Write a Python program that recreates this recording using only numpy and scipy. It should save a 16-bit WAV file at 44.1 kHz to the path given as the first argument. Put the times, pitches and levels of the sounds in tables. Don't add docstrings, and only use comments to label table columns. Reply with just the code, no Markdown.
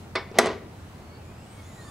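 import sys
import numpy as np
from scipy import signal
from scipy.fft import rfft, irfft
from scipy.io import wavfile
from scipy.ndimage import uniform_filter1d

SR = 44100
rng = np.random.default_rng(int(sys.argv[2]) if len(sys.argv) > 2 else 0)


def undo_db(level):
    steps = np.asarray(level, float) / 20
    return 10 ** steps


def log_audio(samples):
    frames = np.atleast_2d(samples).T
    limited = np.clip(frames, -1, 1)
    pcm = np.round(limited * 32767).astype(np.int16)
    wavfile.write(sys.argv[1], SR, pcm)


N = 83790

# start in seconds, level in dB, extra crack level in dB.
LEVER_HITS = [
    (.1533, -23.5, -0.5),
    (.1548, -18, -4),
    (.1568, -18, 1),
    (.1602, -23.5, -1.5),
    (.1635, -28, -6),
    (.168, -23, -6),
    (.178, -30.5, -27),
    (.198, -32, -18),
]
# start in seconds, level in dB, extra crack level in dB.
HOOK_HITS = [
    (.3858, -24, 11.5),
    (.3863, -2.5, -1.9),
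    (.3878, -4, 1),
    (.3906, -6.5, -8),
    (.3958, -12.5, -12),
    (.3995, -18.5, -7),
]
# start in seconds, level in dB, extra crack level in dB.
REBOUND_HITS = [
    (.4462, -35, -8),
    (.4578, -24, 2),
    (.4605, -33, 4),
    (.4645, -33, -3),
    (.468, -24, -2),
    (.473, -31, -5),
]
# pitch in Hz, level in dB, time to fall 60 dB in seconds.
LEVER_MODES = [(810, 1, 0.076), (380, 3.5, 0.08), (516, 0.5, 0.043), (660, -4.5, 0.18), (1047, -1.5, 0.12),
               (1080, -21, .11), (1235, -3, 0.13), (1460, -7.5, 0.13), (1760, -6, 0.15), (2040, -1, 0.065),
               (2220, 5, 0.063), (2754, -13.5, .1), (3520, -1.5, .07), (4340, -21, .05)]
# pitch in Hz, level in dB, time to fall 60 dB in seconds.
HOOK_MODES = [(195, -10, .06), (247, -10.5, 0.088), (429.5, -3, 0.13), (544, 7.5, 0.031), (640, 6, 0.028),
              (816, 3.5, 0.041), (1080, -30, 0.061), (1400, -8.5, 0.067), (1640, -18, 0.034),
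              (1955, 4.5, 0.054), (2130, -10.5, 0.031), (3530, -11, 0.056), (5910, 0, 0.01),
              (8070, -4, 0.019)]
# frequency in Hz, level in dB per Hz.
LEVER_CRACK = [(150, -41), (300, -24), (461, -2), (2270, -6), (3050, -23), (3540, -5), (6560, -25),
               (9610, -31.5), (13000, -67)]
# frequency in Hz, level in dB per Hz.
HOOK_CRACK = [(200, -36), (900, -11), (2000, -5.5), (2830, -10.5), (4500, 0.5), (11000, -9.5), (12500, -17),
              (16500, -36)]
# frequency in Hz, level in dB per Hz.
REBOUND_CRACK = [(200, -40), (900, -9), (2000, -4), (4500, -4), (6200, 0), (9500, -7), (11500, -20),
                 (13500, -60)]
# frequency in Hz, level in dB per Hz.
LEVER_RATTLE = [(290, -20), (420, 4), (2200, -1.5), (2800, -11), (3600, -9), (5400, -9.5), (6100, -30),
                (13000, -59)]
# frequency in Hz, level in dB per Hz.
HOOK_RATTLE = [(100, -36), (450, 7), (2200, -2), (2800, -17), (3600, -12.5), (5500, -11.5), (7000, -29),
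               (15000, -65)]
# pitch in Hz, level in dB, time to fall 60 dB in seconds.
TICK_MODES = [(397, -31, 0.038), (5600, -49.5, 0.017), (4930, -54, .015)]
# time in seconds, pressure in dB.
SCRAPE_PRESSURE = [(.29, -82), (0.309, -56), (.34, -64), (0.343, -43.5), (0.384, -31.5), (.42, -28),
                   (.44, -27.5), (.465, -25.5), (.5, -31), (.54, -39), (0.602, -64)]
# frequency in Hz, level in dB per Hz.
SCRAPE_TONE = [(35, -61), (60, -20), (470, 6.5), (700, 3), (1560, -10), (2150, -10), (4840, -19.5),
               (6090, -25.5), (15000, -66)]
# pitch in Hz, width in Hz, level in dB.
PANEL_MODES = [(248.8, 27.5, 6.5), (356, 62, -4), (431.4, 38, 7), (504, 70, -8), (647, 94, -7),
               (980, 120, -4.5), (1383, 49, -16), (1840, 200, -6.5), (3550, 340, -30)]
# time in seconds, jet level in dB, then shrinking and growing chamber in dB over the jet.
GAS_FLOW = [(0.549, -88, -6, -20), (.75, -69, -6, -24), (.97, -67.5, -9.5, -21), (1.12, -74.5, -1, -7),
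            (1.21, -73.5, -3.5, 4), (1.26, -73, 1, 0), (1.31, -73, -0.5, -14), (1.42, -69, -0.5, -10),
            (1.6, -63, -9, -7), (1.65, -65, -8.5, -4.5), (1.8, -63.5, -9.5, -1.5), (1.9, -62.5, -2, -4)]
# time in seconds, shrinking chamber in Hz, its overtone spacing in Hz,
# growing chamber in Hz.
PISTON = [(.6, 1950, 1950, 3600), (1.0, 2090, 2090, 3000), (1.15, 2250, 2250, 2780),
          (1.2, 2290, 2290, 2690), (1.27, 2380, 2350, 2430), (1.4, 2700, 2560, 2500),
          (1.5, 2950, 2750, 2330), (1.6, 3280, 2960, 2190), (1.66, 3450, 3180, 2090),
          (1.72, 3700, 3550, 2010), (1.8, 4060, 4000, 1880), (1.86, 4520, 4450, 1790),
          (1.9, 4850, 4750, 1740)]
# time in seconds, second in dB, third in dB.
VALVE = [(.9, -1, -6), (1.05, 2, -6), (1.17, 5, -6), (1.23, -10, -3), (1.33, -3, -3), (1.42, -2, -2),
         (1.5, -1, 2), (1.56, -12, 4), (1.61, -9, 5), (1.63, 8, 0), (1.68, 4, 1), (1.72, -1, -2),
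         (1.76, 4, -8), (1.81, -2, -12), (1.86, 1, -12), (1.9, 2, -12)]
# frequency in Hz, level in dB per Hz.
JET_TONE = [(500, -9.5), (1200, 3.5), (3000, -3.5), (7500, -5.5), (10000, -8.5), (13000, -13), (16000, -47)]
# frequency in Hz, level in dB.
STRUT_BODY = [(1800, 2), (3000, -1), (4400, 2), (5800, -5), (6800, 1), (8800, 0), (10500, -5), (14000, -22)]
# frequency in Hz, level in dB per Hz.
BRUSH_TONE = [(1500, -21), (4000, 2), (8000, 0), (11000, -5), (15500, -26), (16000, -50)]
# frequency in Hz, left minus right in dB.
LEFT_OVER_RIGHT = [(200, -1), (1000, -1), (2000, -3.5), (4000, -0.7), (12000, 1)]
# frequency in Hz, side minus middle in dB.
PORT_SPREAD = [(100, -43), (500, -20), (1500, -17), (4000, -9), (8000, -8), (12000, -2)]
# frequency in Hz, time to fall 60 dB in seconds.
BAY_DECAY = [(200, 0.93), (700, 0.42), (2000, 0.53), (5000, 0.4), (12000, 0.21)]
# frequency in Hz, level in dB per Hz.
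TRAFFIC_TONE = [(12, -76), (20, -32), (91, -6.5), (342, -15.5), (506, -18), (729, -18), (4410, -36.5),
                (15700, -47.5), (15950, -78)]
# frequency in Hz, left-right likeness from -1 to 1.
TRAFFIC_LIKENESS = [(60, 1), (180, 0.91), (550, 0.78), (1650, 0.11), (4970, 0.34), (15000, -0.26)]
# pitch in Hz, width in Hz, level in dB.
ENGINES = [
    (87, 26, -50),
    (122, 30, -53),
    (197.3, 56, -56.5),
]


def evened(x):
    return x / np.sqrt(np.mean(x ** 2) + 1e-20)


def read(points, hz):
    f, value = np.transpose(points)
    return np.interp(np.log(hz + 1), np.log(f + 1), value)


def curves(table, outside=None):
    seconds, *columns = np.transpose(table)
    return [np.interp(np.arange(N) / SR, seconds, c, outside, outside) for c in columns]


def colour(x, points):
    log_gain = np.log(undo_db(read(points, abs(np.fft.fftfreq(4096, 1 / SR)))))
    taps = np.fft.ifft(np.exp(np.conj(signal.hilbert(log_gain)))).real[:2048]
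    return signal.oaconvolve(x, taps / np.linalg.norm(taps))[:len(x)]


def resonate(x, hz, width_hz):
    turn = np.exp(2j * np.pi * np.cumsum(hz * np.ones(len(x))) / SR)
    r = np.exp(-np.pi * width_hz / SR)
    return 2 * (turn * signal.lfilter([1 - r], [1, -r], x / turn + 1e-18)).real


def fuzzy_tone(x, hz, width_hz, second_width_hz):
    return evened(resonate(resonate(x, hz, width_hz), hz, second_width_hz))


def strikes(hits, modes, crack, rattle, rattle_t60, modes_db, crack_db, rattle_db):
    t, out = np.arange(SR // 2) / SR, np.zeros(N)
    for start_s, level_db, extra_crack_db in hits:
        ring = 0
        for hz, db, t60 in modes:
            louder, sharper = rng.standard_normal(2)
            wave = np.sin(2 * np.pi * hz * (1 + 0.0035 * sharper) * t)
            fade_s = min(t60, 240 / hz)
            ring = ring + undo_db(db + 1.6 * louder - 60 * t / fade_s) * wave
        ring = undo_db(modes_db) * np.minimum(t / 0.00025, 1) * ring / 2
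        crack_fade = undo_db(crack_db + extra_crack_db - 60 * t / 0.02)
        snap = colour(crack_fade * rng.standard_normal(len(t)), crack)
        rattle_fade = undo_db(rattle_db - 60 * t / rattle_t60) * np.minimum(t / 0.0015, 1)
        shake = colour(rattle_fade * rng.standard_normal(len(t)), rattle)
        at = round(start_s * SR)
        out[at:at + len(t)] += undo_db(level_db) * (ring + snap + shake)
    return signal.sosfilt(signal.butter(3, 170, "high", fs=SR, output="sos"), out)


def lever():
    return strikes(LEVER_HITS, LEVER_MODES, LEVER_CRACK, LEVER_RATTLE, 0.15,
                   modes_db=-9.5, crack_db=-2, rattle_db=-11.5)


def hook(hits, crack):
    return strikes(hits, HOOK_MODES, crack, HOOK_RATTLE, 0.11, modes_db=-9, crack_db=-10, rattle_db=-14.5)


def scrape():
    slips_per_s = 9000
    slip_size = undo_db(1.5 * np.minimum(rng.exponential(1, N), 2)) * rng.standard_normal(N)
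    slips = slip_size * (rng.random(N) < slips_per_s / SR)
    panel = sum(undo_db(db) * fuzzy_tone(slips, hz, width, 4 * width) for hz, width, db in PANEL_MODES)
    sound = evened(colour(slips, SCRAPE_TONE)) + undo_db(-4.5) * evened(panel)
    pressure_db, = curves(SCRAPE_PRESSURE, outside=-120)
    return undo_db(pressure_db) * sound


def tick():
    t = np.maximum(np.arange(N) / SR - 0.3145, 0)
    return sum(undo_db(db - 60 * t / t60) * np.sin(2 * np.pi * hz * t) for hz, db, t60 in TICK_MODES)


def flutter():
    size = round(0.025 * SR)
    wander = uniform_filter1d(uniform_filter1d(rng.standard_normal(N), size), size)
    return undo_db(2.0 * evened(wander))


def chamber(gas, first_hz, spacing_hz, width_hz, overtones_db):
    song = 0
    for k, db in enumerate(overtones_db, 1):
        hz = first_hz if k == 1 else k * spacing_hz
        tone = fuzzy_tone(gas, hz, k * k * width_hz, 2 * k * (k + 1) * width_hz)
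        song = song + undo_db(db) * flutter() * tone
    return colour(song, STRUT_BODY)


def strut():
    t = np.arange(N) / SR
    short_hz, spacing_hz, long_hz = curves(PISTON)
    flow_db, short_db, long_db = curves(GAS_FLOW)
    second_db, third_db = curves(VALVE)
    short_gas, long_gas, jet_gas, nozzle_gas = rng.standard_normal((4, N))

    short = chamber(short_gas, short_hz, spacing_hz, 65, (0, second_db, third_db, -8))
    long = chamber(long_gas, long_hz, long_hz, 14, (0, -14, -18, -14, -4))
    chambers = undo_db(short_db) * short + undo_db(long_db) * long

    whistle = np.sin(2 * np.pi * np.cumsum(long_hz) / SR) * flutter() ** .5
    whistle = undo_db(4) * np.clip((t - 1.58) / 0.2, 0, 1) * whistle
    octave = undo_db(1.5) * fuzzy_tone(long_gas, 2 * long_hz, 50, 150)
    groan = undo_db(8) * fuzzy_tone(nozzle_gas, 1190, 120, 240)
    late = np.clip((t - 1.78) / 0.1, 0, 1) * (octave + groan)

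    nozzle_open = np.clip((t - 1.625) / .03, 0, 1)
    nozzle = undo_db(1.5) * nozzle_open * fuzzy_tone(nozzle_gas, 7000, 500, 1500)
    jet = undo_db(4.5) * colour(jet_gas, JET_TONE)
    return undo_db(flow_db) * (chambers + whistle + late + nozzle + jet)


def brush():
    fade = undo_db(-63 - 60 * np.arange(N) / SR / 0.97)
    return colour(fade * rng.standard_normal(N), BRUSH_TONE)


def ports(x):
    hz = np.fft.rfftfreq(N, 1 / SR)
    tilt = undo_db(read(LEFT_OVER_RIGHT, hz) / 2)
    scatter = rng.standard_normal(256) * undo_db(-60 * np.arange(256) / 256)
    scatter = rfft(scatter / np.linalg.norm(scatter), N)
    sound = rfft(x)
    side = irfft(sound * scatter * undo_db(read(PORT_SPREAD, hz)), N)
    return np.array([irfft(sound * tilt, N) + side, irfft(sound / tilt, N) - side])


def bay(x):
    taps = np.zeros((2, SR // 2))
    at = np.arange(100, SR // 2 - 20, 20)
    at = at + rng.integers(0, 20, (2, len(at)))
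    np.put_along_axis(taps, at, rng.choice([-1., 1.], at.shape), 1)
    taps = taps[0] + 0.35 * (taps - taps[0])
    hz, t, z = signal.stft(taps, SR, nperseg=256)
    fade = undo_db(-60 * t / read(BAY_DECAY, hz)[:, None])
    tail = signal.istft(z * fade, SR, nperseg=256)[1]
    return signal.fftconvolve(x[None], tail / np.linalg.norm(tail[0]), axes=1)[:, :N]


def street():
    frames, hz = N // 256 + 5, np.fft.rfftfreq(1024, 1 / SR)
    a, b, c, d, patches = rng.standard_normal((frames, 513, 5)).T
    patches = evened(uniform_filter1d(uniform_filter1d(patches, 12, 0), 14, 1))
    same = np.clip(read(TRAFFIC_LIKENESS, hz), -1, 1)[:, None]
    left = a + 1j * b
    right = same * left + np.sqrt(1 - same ** 2) * (c + 1j * d)
    z = np.array([left, right]) * undo_db(read(TRAFFIC_TONE, hz)[:, None] + 0.89 * patches)
    wash = undo_db(-46) * evened(signal.istft(z, nperseg=1024, noverlap=768)[1][:, :N])
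    engines = sum(undo_db(db) * fuzzy_tone(rng.standard_normal(N), f, width, width) for f, width, db in ENGINES)
    left, right = wash + engines
    return np.array([np.roll(left, 4), right])


def scene():
    latch = lever() + hook(HOOK_HITS, HOOK_CRACK) + hook(REBOUND_HITS, REBOUND_CRACK) + scrape() + tick()
    near = latch + strut() + brush()
    return ports(near) + undo_db(-13) * bay(near) + street()


def top_cut(x):
    return signal.sosfilt(signal.butter(12, 16790, fs=SR, output="sos"), x)


def record(dry):
    low_pass = signal.firwin(255, 16300, window=("kaiser", 9), fs=SR)
    mix = signal.oaconvolve(np.clip(dry, -0.94, 0.94), low_pass[None], "same")
    return top_cut(mix)


dry = scene()
out = record(dry)
log_audio(out)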